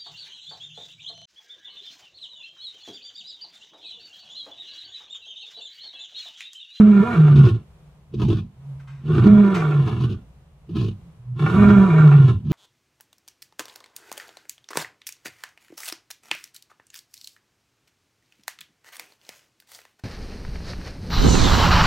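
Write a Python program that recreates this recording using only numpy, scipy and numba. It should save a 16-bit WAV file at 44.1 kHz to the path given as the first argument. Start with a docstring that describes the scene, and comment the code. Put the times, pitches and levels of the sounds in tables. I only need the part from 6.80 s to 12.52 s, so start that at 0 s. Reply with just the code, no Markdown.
"""A lion roars three times across an open enclosure, over quiet outdoor air: filtered noise.
The first roar opens in voice; the next two start as growls. Each is a falling tone that breaks up,
made by beating vocal folds that ring the throat and mouth, with a rumbling chest and hissing air.
Soft hums fill the pauses, a short rough grunt of slack folds follows each roar, and noise scuffs nearby.
A fence and a hill add short and long faint tails; the last grunt runs into the end."""
import sys
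import numpy as np
from scipy import signal
from scipy.fft import rfft, irfft
from scipy.io import wavfile
from scipy.ndimage import uniform_filter1d
from numba import njit

SR = 44100
rng = np.random.default_rng(int(sys.argv[2]) if len(sys.argv) > 2 else 0)


def output_pcm(signal):
    """Save a mono or channel-first signal as 16-bit PCM at the path in sys.argv[1].

    Samples are clipped to [-1, 1] before scaling.
    """
    pcm = np.clip(np.atleast_2d(signal).T, -1, 1) * 32767
    wavfile.write(sys.argv[1], SR, np.round(pcm).astype(np.int16))


N = 252252
TIME = np.arange(N) / SR  # seconds


def undb(db):
    """Decibels to gain."""
    return 10 ** (np.asarray(db) / 20)


def unit(x):
    """Scale to an average level (rms) of 1."""
    return x / np.sqrt(np.mean(x ** 2))


def steady(x, seconds):
    """Even out swells slower than the given time, to a level near 1."""
    size = int(seconds * SR)
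    power = uniform_filter1d(uniform_filter1d(x ** 2, size), size)
    return x / np.sqrt(power + 1e-9)


def swell(tables, axis):
    """Gain over time from one dB column of several calls; 15 ms fades lead to silence between them."""
    gain = 0
    for rows in map(np.array, tables):
        depth_inside = np.minimum(TIME - rows[0, 0], rows[-1, 0] - TIME)
        inside = np.clip(1 + depth_inside / .015, 0, 1)
        gain = gain + inside * undb(np.interp(TIME, rows[:, 0], rows[:, axis]))
    return gain


def glide(tables):
    """Second column of the tables, gliding over time from row to row."""
    rows = np.vstack(tables)
    return np.interp(TIME, rows[:, 0], rows[:, 1])


def walk(rate):
    """Smooth chance that heads for a new value `rate` times a second; rms 1."""
    size = int(SR / rate)
    steps = np.repeat(rng.standard_normal(N // size + 1), size)
    return unit(uniform_filter1d(steps, size)[:N])


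def bursts(events):
    """Gain over time of quick swells that die away."""
    gain = 0
    for start, db, decay in events:
        age = np.maximum(TIME - start, 0)
        gain = gain + undb(db) * (1 - np.exp(-age / 0.0048)) * np.exp(-age / decay)
    return gain


def hold(start, length, attack, release):
    """Gain over time: rise to the start, hold for the length, die away."""
    before = np.maximum(start - TIME, 0)
    after = np.maximum(TIME - start - length, 0)
    return np.exp(-before / attack - after / release)


def level_off(gain, knee_db):
    """Grows in step with the gain, then flattens towards 1 above the knee."""
    return gain / (gain + undb(knee_db))


def colour(x, points, size=16384):
    """Filter through (Hz, dB) points, with no sound ahead of its cause (minimum phase)."""
    hz, db = np.transpose(points)
    bins = np.arange(size // 2 + 1) * SR / size
    cepstrum = irfft(np.log(undb(np.interp(np.log(bins + 1), np.log(hz), db))))
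    # folding the second half onto the first makes the filter causal
    cepstrum[1:size // 2] *= 2
    cepstrum[size // 2 + 1:] = 0
    return signal.fftconvolve(x, irfft(np.exp(rfft(cepstrum))))[:N]


@njit
def band(x, g, k):
    """Band-pass with moving tuning g and relative width k, passed twice so that the valleys stay dark."""
    y, b, low = x.copy(), np.zeros(2), np.zeros(2)
    for i in range(len(x)):
        scale = 1 / (1 + g[i] * (g[i] + k))
        for j in range(2):
            v = (b[j] + g[i] * (y[i] - low[j])) * scale
            b[j], low[j], y[i] = 2 * v - b[j], low[j] + 2 * g[i] * v, k * v
    return y


def resonate(x, modes, stretch, jaw=1):
    """Parallel resonances: stretch shifts them all, the jaw mostly those near 1.2 kHz."""
    out = 0
    for hz, width, db in modes:
        reach = np.exp(-(np.log2(hz / 1200) / .6) ** 2)
        tuning = np.tan(np.pi * hz / SR) * stretch * (1 + reach * (jaw - 1))
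        out = out + undb(db) * band(x, tuning * np.ones(N), width / hz)
    return out


def scatter(x, t60, tone):
    """Diffuse reflections that die away by 60 dB in t60 seconds."""
    age = TIME[:int(t60 * SR)]
    tail = rng.standard_normal(len(age)) * undb(-60 * age / t60) * (1 - np.exp(-age / 0.0011))
    tail = tail / np.sqrt(np.sum(tail ** 2))
    return colour(signal.fftconvolve(x, tail)[:N], tone)


def smear(x, t60, share):
    """Many close reflections blur each slap and comb the spectrum finely."""
    return np.sqrt(1 - share) * x + np.sqrt(share) * scatter(x, t60, [(100, 0), (1000, 0)])


def swing(hz, jitter):
    """Phase of the heavy folds, with a slightly unsteady pitch."""
    return 2 * np.pi * np.cumsum(hz * (1 + jitter * walk(60))) / SR


def hum(hz, jitter):
    """The nearly pure fundamental of heavy folds; rms 1."""
    return np.sqrt(2) * np.sin(swing(hz, jitter))


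def folds(hz, jitter, scatter_db, open_share):
    """Vocal folds: one slap a cycle, uneven in time and size, and a puff of turbulence after each."""
    turns = np.cumsum(hz * np.exp(jitter * walk(150))) / SR
    cycle = turns.astype(int)
    chance = np.clip(rng.standard_normal(N // 50), -1.5, 1.5)
    size = undb(scatter_db * chance)[cycle]
    slaps = np.diff(cycle, prepend=0) * size
    # each puff fades over the open share of a cycle
    puffs = size * np.exp(-(turns % 1) / open_share) * rng.standard_normal(N)
    return unit(slaps), unit(puffs)


# The quiet outdoor air's tone. Each row: pitch in Hz, level in dB.
AIR_TONE = [(22, -26.5), (43, -8.5), (65, 2.5), (100, -14.5), (150, -0.5), (240, -25), (400, -23.5),
            (600, -25.5), (1100, -30), (1700, -38), (3000, -41), (5000, -48.5), (9000, -49.5), (15000, -57)]


def field():
    """Quiet outdoor air: a shared low rumble and a faint hiss that differs at each ear."""
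    mid = unit(colour(rng.standard_normal(N), AIR_TONE))
    side = unit(colour(rng.standard_normal(N), AIR_TONE))
    side = colour(side, [(100, -20.5), (500, -8), (3000, 1.5)])
    breeze = undb(1.3 * walk(6))
    return undb(-50.5) * breeze * (mid + side * np.array([[1], [-1]]))


# Side branches of the tract swallow narrow bands. Each row: pitch in Hz, level in dB.
VALLEYS = [(440, 3), (520, -7), (590, 3), (1850, 1), (2010, -3), (2150, 1), (2440, -2.5), (2530, -18.5),
           (2630, -0.5)]
# The open mouth favours the upper middle. Each row: pitch in Hz, level in dB.
LIPS = [(650, 0), (810, -3), (1050, 0.5), (1350, -0.5), (1600, 2), (1950, 0), (3500, 1.5)]


def tract(throat_gain, mouth_gain, drive, throat, mouth, stretch, jaw=1):
    """The folds ring the resonances of the throat and the mouth, each with its own level."""
    drive = colour(drive, VALLEYS)
    blurred = smear(colour(drive, LIPS, size=2048), t60=.11, share=.38)
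    throat_ring = steady(resonate(drive, throat, stretch), 0.048)
    mouth_ring = steady(resonate(blurred, mouth, stretch, jaw), 0.078)
    return throat_gain * throat_ring + mouth_gain * mouth_ring


# Rough, wavering second and third partials.
# Each entry: level in dB relative to the throat, before wavering.
OVERTONES = [2, -10]


def partials(phase):
    """The lowest overtones of the folds, each wavering quickly in level and phase."""
    return sum(undb(db) * undb(3 * walk(45)) * np.sin(k * phase + .6 * walk(70))
               for k, db in enumerate(OVERTONES, 2))


# Throat and mouth resonances in the full roar. Each row: pitch in Hz, width in Hz, relative level in dB.
ROAR_THROAT = [(361, 61, -1), (413, 92, 4.5)]
ROAR_MOUTH = [(660, 80, -0.5), (709.2, 32, -2), (974, 74, 2), (1145, 53, 1.5), (1334, 57, 3.5),
              (1398, 22, 7), (1622, 61, -11), (1780, 85, -5.5), (2208, 86, -7.5), (2399, 110, -6.5),
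              (2716, 110, -22), (3370, 74, -18.5), (3870, 180, -21)]


def full_roar(throat, mouth, voiced, locked):
    """Evenly beating folds ring the wide-open tract, which nearly holds its shape."""
    held = 1 + .008 * walk(14)
    return np.sqrt(locked) * tract(throat * undb(-1), mouth, voiced, ROAR_THROAT, ROAR_MOUTH, held)


# How the air passing the teeth sounds. Each row: pitch in Hz, level in dB.
HISS_TONE = [(1700, -52), (2400, -9.5), (2750, 5.5), (3050, -1.5), (3400, -0.5), (4100, -7), (5000, -14.5),
             (7000, -21), (10500, -26), (11500, -31), (15000, -37.5)]


def teeth_hiss(puffs, gusts, effort, locked):
    """Air hisses past the teeth; it grows with effort, levels off, and is softer when the folds lock."""
    full_db, knee_db, locked_db = -40, -32.5, -8.5
    air = smear(puffs + .6 * gusts, t60=.08, share=.75)
    level = level_off(effort, knee_db) * undb(full_db + locked_db * locked)
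    return level * steady(colour(air, HISS_TONE), 0.043)


def treble_spray(effort):
    """A fine spray of treble noise rises and falls with the effort."""
    noise = colour(rng.standard_normal(N), [(2000, -15.5), (6500, 9.0), (15000, -7.0)])
    return undb(-33) * effort * unit(noise)


# The shaken chest's tone. Each row: pitch in Hz, level in dB.
CHEST_TONE = [(22, -41.5), (45, -16.5), (70, -4.5), (95, 3.5), (120, 9), (150, 1), (210, 2.5), (260, -5.5),
              (400, -69), (1500, -110)]
# Spells of low chest rumble within the roars; the first is brief and faint, right at the start. Each row: start
# in seconds, length in seconds, chest level in dB before the roar's overall mix.
RUMBLES = [(0, 0.088, -37.5), (0.562, 0.12, -22.5), (2.358, 0.21, -24), (3.066, 0.25, -31.5),
           (4.618, 0.28, -35), (4.777, 0.21, -23.5), (5.496, 0.047, -28)]


def chest_rumble(slack, gusts, effort):
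    """The slow flapping shakes the chest, in spells of rumble and, more softly, under the whole effort."""
    attack_s, release_s, undertone_db = 0.047, 0.043, -7.5
    rumble = colour(slack, CHEST_TONE) + resonate(gusts, [(127.8, 32, 4.1)], stretch=0.88)
    shake = sum(undb(db) * hold(start, length, attack_s, release_s) for start, length, db in RUMBLES)
    return np.hypot(shake, effort * undb(undertone_db)) * steady(rumble, .016)


# Throat and mouth resonances in a growl. Each row: pitch in Hz, width in Hz, relative level in dB.
GROWL_THROAT = [(344.4, 76.7, 0.5), (405, 31, -10)]
GROWL_MOUTH = [(585, 180, -10), (756, 76, -1.5), (1060.5, 80, 6.5), (1164, 79, 2), (1345, 95, 2),
               (1734, 110, -6.5), (1868, 46, -14), (2262, 150, -9), (2650, 300, -13)]
# The jaws open and close in growls and grunts. Each row: time in seconds,
# tuning factor for mouth resonances near 1.2 kHz (a weaker shift further away).
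JAW = [(.4, 1.17), (.5, 1.14), (.62, 1.03), (1.42, 0.96), (1.49, 0.87), (1.56, 1.27), (1.62, 0.97),
       (2.28, 1), (2.38, 1.14), (2.83, 1.08), (2.92, 1.07), (3.1, 0.89), (3.25, 1.056), (4, 1.015),
       (4.65, 1), (4.72, 1.113), (5.21, 1.146), (5.32, 1.004), (5.5, 0.98)]


def slack_growl(throat, mouth, slack, locked, loose):
    """Slack, flapping folds ring a loose tract that shifts about as the jaws move."""
    growl = tract(throat * undb(-0.5), mouth, slack, GROWL_THROAT, GROWL_MOUTH, loose, glide([JAW]))
    return np.sqrt(1 - locked) * growl


# The throat catches and the rasp flares.
# Each row: start in seconds, level in dB before the swell and decay, decay in seconds.
CATCHES = [(.46, -44.5, 0.04), (2.81, -31.5, 0.032), (2.912, -29.5, .02), (4.589, -42, 0.012),
           (4.657, -24.5, 0.02), (5.183, -29, 0.041), (5.31, -29, 0.041)]


def throat_catches(slack, loose):
    """Brief flares of blurred slack folds, ringing the mouth."""
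    blurred = smear(slack, t60=.1, share=.5)
    rasp = resonate(blurred, GROWL_MOUTH, loose, glide([JAW]))
    return bursts(CATCHES) * steady(rasp, 0.053)


# The voice of each roar, one list a roar.
# Each row: time in seconds, pitch in Hz, level of the fundamental in dB before shudder and mix.
VOICE = [
    [(0, 211.1, -7), (.13, 206.4, -11), (.21, 196.4, -8.5), (.25, 238.9, -28.5), (.34, 235.2, -27.5),
     (.36, 161.4, -23), (.4, 156.3, -7), (.5, 145.4, -11), (.62, 138.2, -9.5), (.7, 104.7, -22),
     (.77, 110, -26), (.81, 111, -46)],
    [(2.25, 145, -28), (2.32, 159.3, -18), (2.41, 116.9, -13.5), (2.44, 124.9, -14), (2.46, 207.2, -8.5),
     (2.58, 205.6, -9.5), (2.75, 188.7, -20.5), (2.81, 156.1, -22.5), (3, 141.2, -14.5), (3.15, 116, -30.5),
     (3.23, 125.8, -20), (3.36, 92, -30.5)],
    [(4.57, 150.7, -35.5), (4.65, 147, -14), (4.71, 165.3, -29), (4.77, 201.5, -14), (4.9, 205.3, -9.5),
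     (5.04, 192.2, -11.5), (5.08, 183.2, -18.5), (5.115, 159, -14.5), (5.24, 152.2, -7.5),
     (5.45, 133.2, -10.5), (5.54, 114.9, -21.5), (5.58, 93.7, -27)],
]
# How evenly the folds swing in the roars. Each row: time in seconds, locked share from 0 to 1.
LOCK = [(0, .72), (.3, .82), (.36, .5), (.53, .3), (.62, .05), (2.38, .08), (2.5, .85), (2.7, .72), (3, .3),
        (3.1, .05), (4.7, .04), (4.82, .65), (5.02, .75), (5.2, .68), (5.35, .25), (5.5, .05)]
# Effort in each roar, one list a roar. Each row: time in seconds, effort in dB (it drives the rasp).
EFFORT = [
    [(0.0, -22.5), (0.03, -36.5), (0.342, -27), (0.452, -35.5), (0.482, -31), (0.524, -37), (0.664, -34.5),
     (0.84, -67)],
    [(2.22, -66), (2.276, -44.5), (2.372, -33), (2.838, -31), (3.052, -40.5), (3.078, -35.5), (3.316, -50),
     (3.42, -65.5)],
    [(4.54, -75), (4.602, -33), (4.826, -24), (5.17, -29.5), (5.188, -26), (5.454, -38), (5.492, -32.5),
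     (5.61, -65.5)],
]
# The folds close cleanly only in the upper register.
# Each row: pitch in Hz, clean share of the drive from 0 to 1.
REGISTER = [(170, .15), (204, .72)]


def roars():
    """Heavy folds swing evenly when locked and flap slowly, irregularly when slack; effort drives the rasp."""
    hz, locked, effort = glide(VOICE), glide([LOCK]), swell(EFFORT, axis=1)
    slackness = (1 - locked) ** 4

    # the fundamental shudders more as the folds go slack
    shudder = undb(np.interp(slackness, [0, 1], [1.4, 3.2]) * walk(65))
    phase = swing(hz, jitter=.011 + .035 * slackness)
    tone = swell(VOICE, axis=2) * shudder * np.sqrt(2) * np.sin(phase)

    slaps, puffs = folds(hz, jitter=.016 * (1.3 - locked) / .6, scatter_db=3, open_share=.45)
    flaps, gusts = folds(np.full(N, 70.), jitter=.22, scatter_db=3.5, open_share=.33)
    clean = np.interp(hz, *np.transpose(REGISTER))
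    voiced = np.sqrt(clean) * slaps + np.sqrt(1 - clean) * puffs
    slack = flaps + .6 * gusts

    # the throat grows with effort up to a knee, then levels off
    throat_db, throat_knee_db, rasp_db = -23.5, -32.5, -1
    # above this pitch the overtone leaves the throat resonance
    throat_top_hz, loss_db_per_hz = 223.4, .5
    loss_db = loss_db_per_hz * np.maximum(hz - throat_top_hz, 0)
    throat = level_off(effort, throat_knee_db) * undb(throat_db - loss_db)
    mouth = effort * undb(rasp_db)
    loose = 1 + .02 * walk(22)

    voice = undb(0.5) * tone + locked * clean * throat * partials(phase)
    voice = voice + undb(1.4) * full_roar(throat, mouth, voiced, locked)
    voice = voice + undb(-1.7) * slack_growl(throat, mouth, slack, locked, loose)
    voice = voice + throat_catches(slack, loose) + undb(5.5) * chest_rumble(slack, gusts, effort)
    return voice + teeth_hiss(puffs, gusts, effort, locked) + treble_spray(effort)


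def fence(direct):
    """The fence scatters mostly treble sideways: a very short tail, opposite in the two ears."""
    tone = [(150, -23.0), (350, -16.0), (700, -8.5), (1400, -11.5), (2200, -5.5), (5000, -6.5)]
    return scatter(direct, t60=0.062, tone=tone) * np.array([[1], [-1]])


def hill(direct):
    """Trees and hill send back a faint, longer tail, separate at each ear."""
    tone = [(150, -46.5), (400, -37), (1100, -36.5), (4000, -48)]
    return np.array([scatter(direct, t60=0.63, tone=tone) for _ in range(2)])


# Short surges of throat, rasp and hiss in grunts and roars;
# at 2.646 and 4.885 s the throat rings as the second harmonic crosses its resonance.
# Each row: start in seconds, length in seconds, throat level in dB, rasp level in dB, hiss level in dB.
SURGES = [(.56, 0.031, -31, -43, -44), (0.644, 0.053, -23, -39, -44.5), (0.749, .015, -39, -68, -59.5),
          (1.343, 0.01, -32.5, -68, -56.5), (1.4, 0.037, -30.5, -39.5, -46),
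          (1.487, 0.044, -23, -45.5, -47), (1.545, 0.055, -44, -54, -55), (2.288, 0.03, -27.5, -45, -67),
          (2.352, 0.037, -23, -36, -48.5), (2.435, .04, -19, -41, -46), (2.646, 0.036, -29.5, -45, -72.5),
          (3.072, 0.017, -31, -33.5, -46.5), (3.21, 0.04, -32, -42.5, -46),
          (3.298, 0.032, -33.5, -57, -49.5), (3.893, 0.018, -41, -67, -68),
          (3.959, 0.059, -31, -44.5, -45.5), (4.042, 0.046, -37, -59, -51), (4.885, 0.022, -20.5, -32, -44),
          (5.476, 0.021, -26, -36.5, -48.5), (5.703, 0.028, -30.5, -48, -51.5)]


def surges():
    """In grunts and short surges, slack folds ring a loose, shifting tract as air rushes past the teeth."""
    attack_s, release_s = 0.0051, 0.013
    levels = sum(undb(levels_db)[:, None] * hold(start, length, attack_s, release_s)
                 for start, length, *levels_db in SURGES)
    # throat, rasp and hiss of a grunt, relative to its effort in dB
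    throat, mouth, hiss = levels + undb([-21.5, -36.5, -36.5])[:, None] * grunt_effort()
    flaps, gusts = folds(np.full(N, 64.), jitter=.22, scatter_db=4, open_share=.3)
    drive = flaps + .45 * gusts
    loose = 1 + .045 * walk(25)
    growl = tract(throat, mouth, drive, GROWL_THROAT, GROWL_MOUTH, 0.99 * loose, glide([JAW]))
    air = smear(gusts + .6 * rng.standard_normal(N), t60=.08, share=.6)
    rush = colour(colour(air, HISS_TONE), [(1900, 7.5), (2800, 0), (5200, 3.5), (9000, -2), (15000, 5)])
    return growl + hiss * steady(rush, 0.11)


# Soft moans slide up onto their note.
# Each row: start in seconds, length in seconds, pitch in Hz, level in dB before the hum's own mix.
MOANS = [(0.973, .33, 146, -59.5), (1.833, 0.38, 138.4, -38.5), (4.19, 0.12, 169.2, -50.5),
         (4.445, 0.12, 124, -39)]


def moans():
    """A closed-mouth hum, nearly a pure tone, with a trace of mouth resonance."""
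    attack_s, release_s, slide_hz_per_s = .035, .025, 200
    rasp = unit(resonate(rng.standard_normal(N), GROWL_MOUTH, stretch=0.93))
    waver = undb(4.2 * walk(24.86))
    out = 0
    for start, length, hz, db in MOANS:
        pitch = np.maximum(hz - slide_hz_per_s * np.maximum(start - TIME, 0), hz / 2)
        voice = undb(1.5) * waver * hum(pitch, jitter=0.023) + undb(-30) * rasp
        out = out + undb(db) * hold(start, length, attack_s, release_s) * voice
    return out


# Grunts swell and fade in an arch while the pitch sags.
# Each row: start in seconds, length in seconds, effort in dB, first pitch in Hz, last pitch in Hz.
GRUNTS = [(1.338, 0.3, -19, 142, 96), (3.897, 0.25, -22.5, 155, 88.16), (5.643, .25, -17, 150, 104)]


def grunt_effort():
    """Each grunt starts quickly, swells in an arch and dies away."""
    attack_s, release_s, arch_db = 0.013, 0.038, -15.5
    effort = 0
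    for start, length, db, _, _ in GRUNTS:
        off_centre = np.clip(2 * (TIME - start) / length - 1, -1, 1)
        arch = undb(db + arch_db * off_centre ** 2)
        effort = effort + arch * hold(start, length, attack_s, release_s)
    return effort


# The grunting chest's tone. Each row: pitch in Hz, level in dB.
GRUNT_CHEST = [(22, -31), (45, -10), (70, -7.5), (110, 5), (150, -2.5), (210, 2), (260, -14), (400, -50.5),
               (1500, -110)]


def grunts():
    """The chest of each grunt: slack folds sag in pitch and slap only on about every other swing."""
    hz = glide([[(start, first), (start + length, last)] for start, length, _, first, last in GRUNTS])
    flaps, gusts = folds(hz / 2, jitter=.2, scatter_db=3.5, open_share=.35)
    chest = unit(colour(flaps + .6 * gusts, GRUNT_CHEST))
    chest_and_hum = chest + undb(-0.5) * hum(hz, jitter=0.0759)
    return undb(2.5) * grunt_effort() * steady(chest_and_hum, 0.024)


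# Short scuffs close by.
# Each row: start in seconds, level in dB before the swell and decay, decay in seconds.
SCUFFS = [(1.995, -53.5, 0.031), (2.072, -52, 0.1), (2.742, -27, 0.04)]
# The scuffs' tone. Each row: pitch in Hz, level in dB.
SCUFF_TONE = [(400, -15), (1150, 2), (2200, -1), (3200, -9), (5000, -16.5), (8000, -21.5), (10000, -32),
              (15000, -35.5)]


def scuffs():
    """Short, grainy rubs near the microphone: noise with a fast, uneven level."""
    rub = colour(rng.standard_normal(N) * undb(1.5 * walk(500)), SCUFF_TONE)
    return bursts(SCUFFS) * unit(smear(rub, t60=.1, share=.6))


# Left minus right at the microphone. Each row: pitch in Hz, difference in dB.
EAR_DIFFERENCE = [(100, -0.5), (200, -3), (390, 0.2), (620, -5), (1000, 0), (1500, -5), (2250, 7),
                  (3000, 3), (4500, 1), (8000, 3.5)]


def ears(direct):
    """Each ear takes half the level difference, with opposite signs."""
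    return np.array([colour(direct, [(hz, side * db / 2) for hz, db in EAR_DIFFERENCE])
                     for side in (1, -1)])


def scene():
    """The lion and the scuffs, their reflections from fence and hill, and the air of the field."""
    direct = roars() + surges() + moans() + grunts() + scuffs()
    return ears(direct) + fence(direct) + hill(direct) + field()


def record(dry):
    """The recorder holds the peaks at full scale and cuts the top above 15.5 kHz."""
    held = dry / (1 + dry ** 8) ** (1 / 8)
    top_cut = signal.ellip(8, .2, 70, 15500, fs=SR, output="sos")
    return signal.sosfilt(top_cut, held)


dry = scene()
out = record(dry)
output_pcm(out)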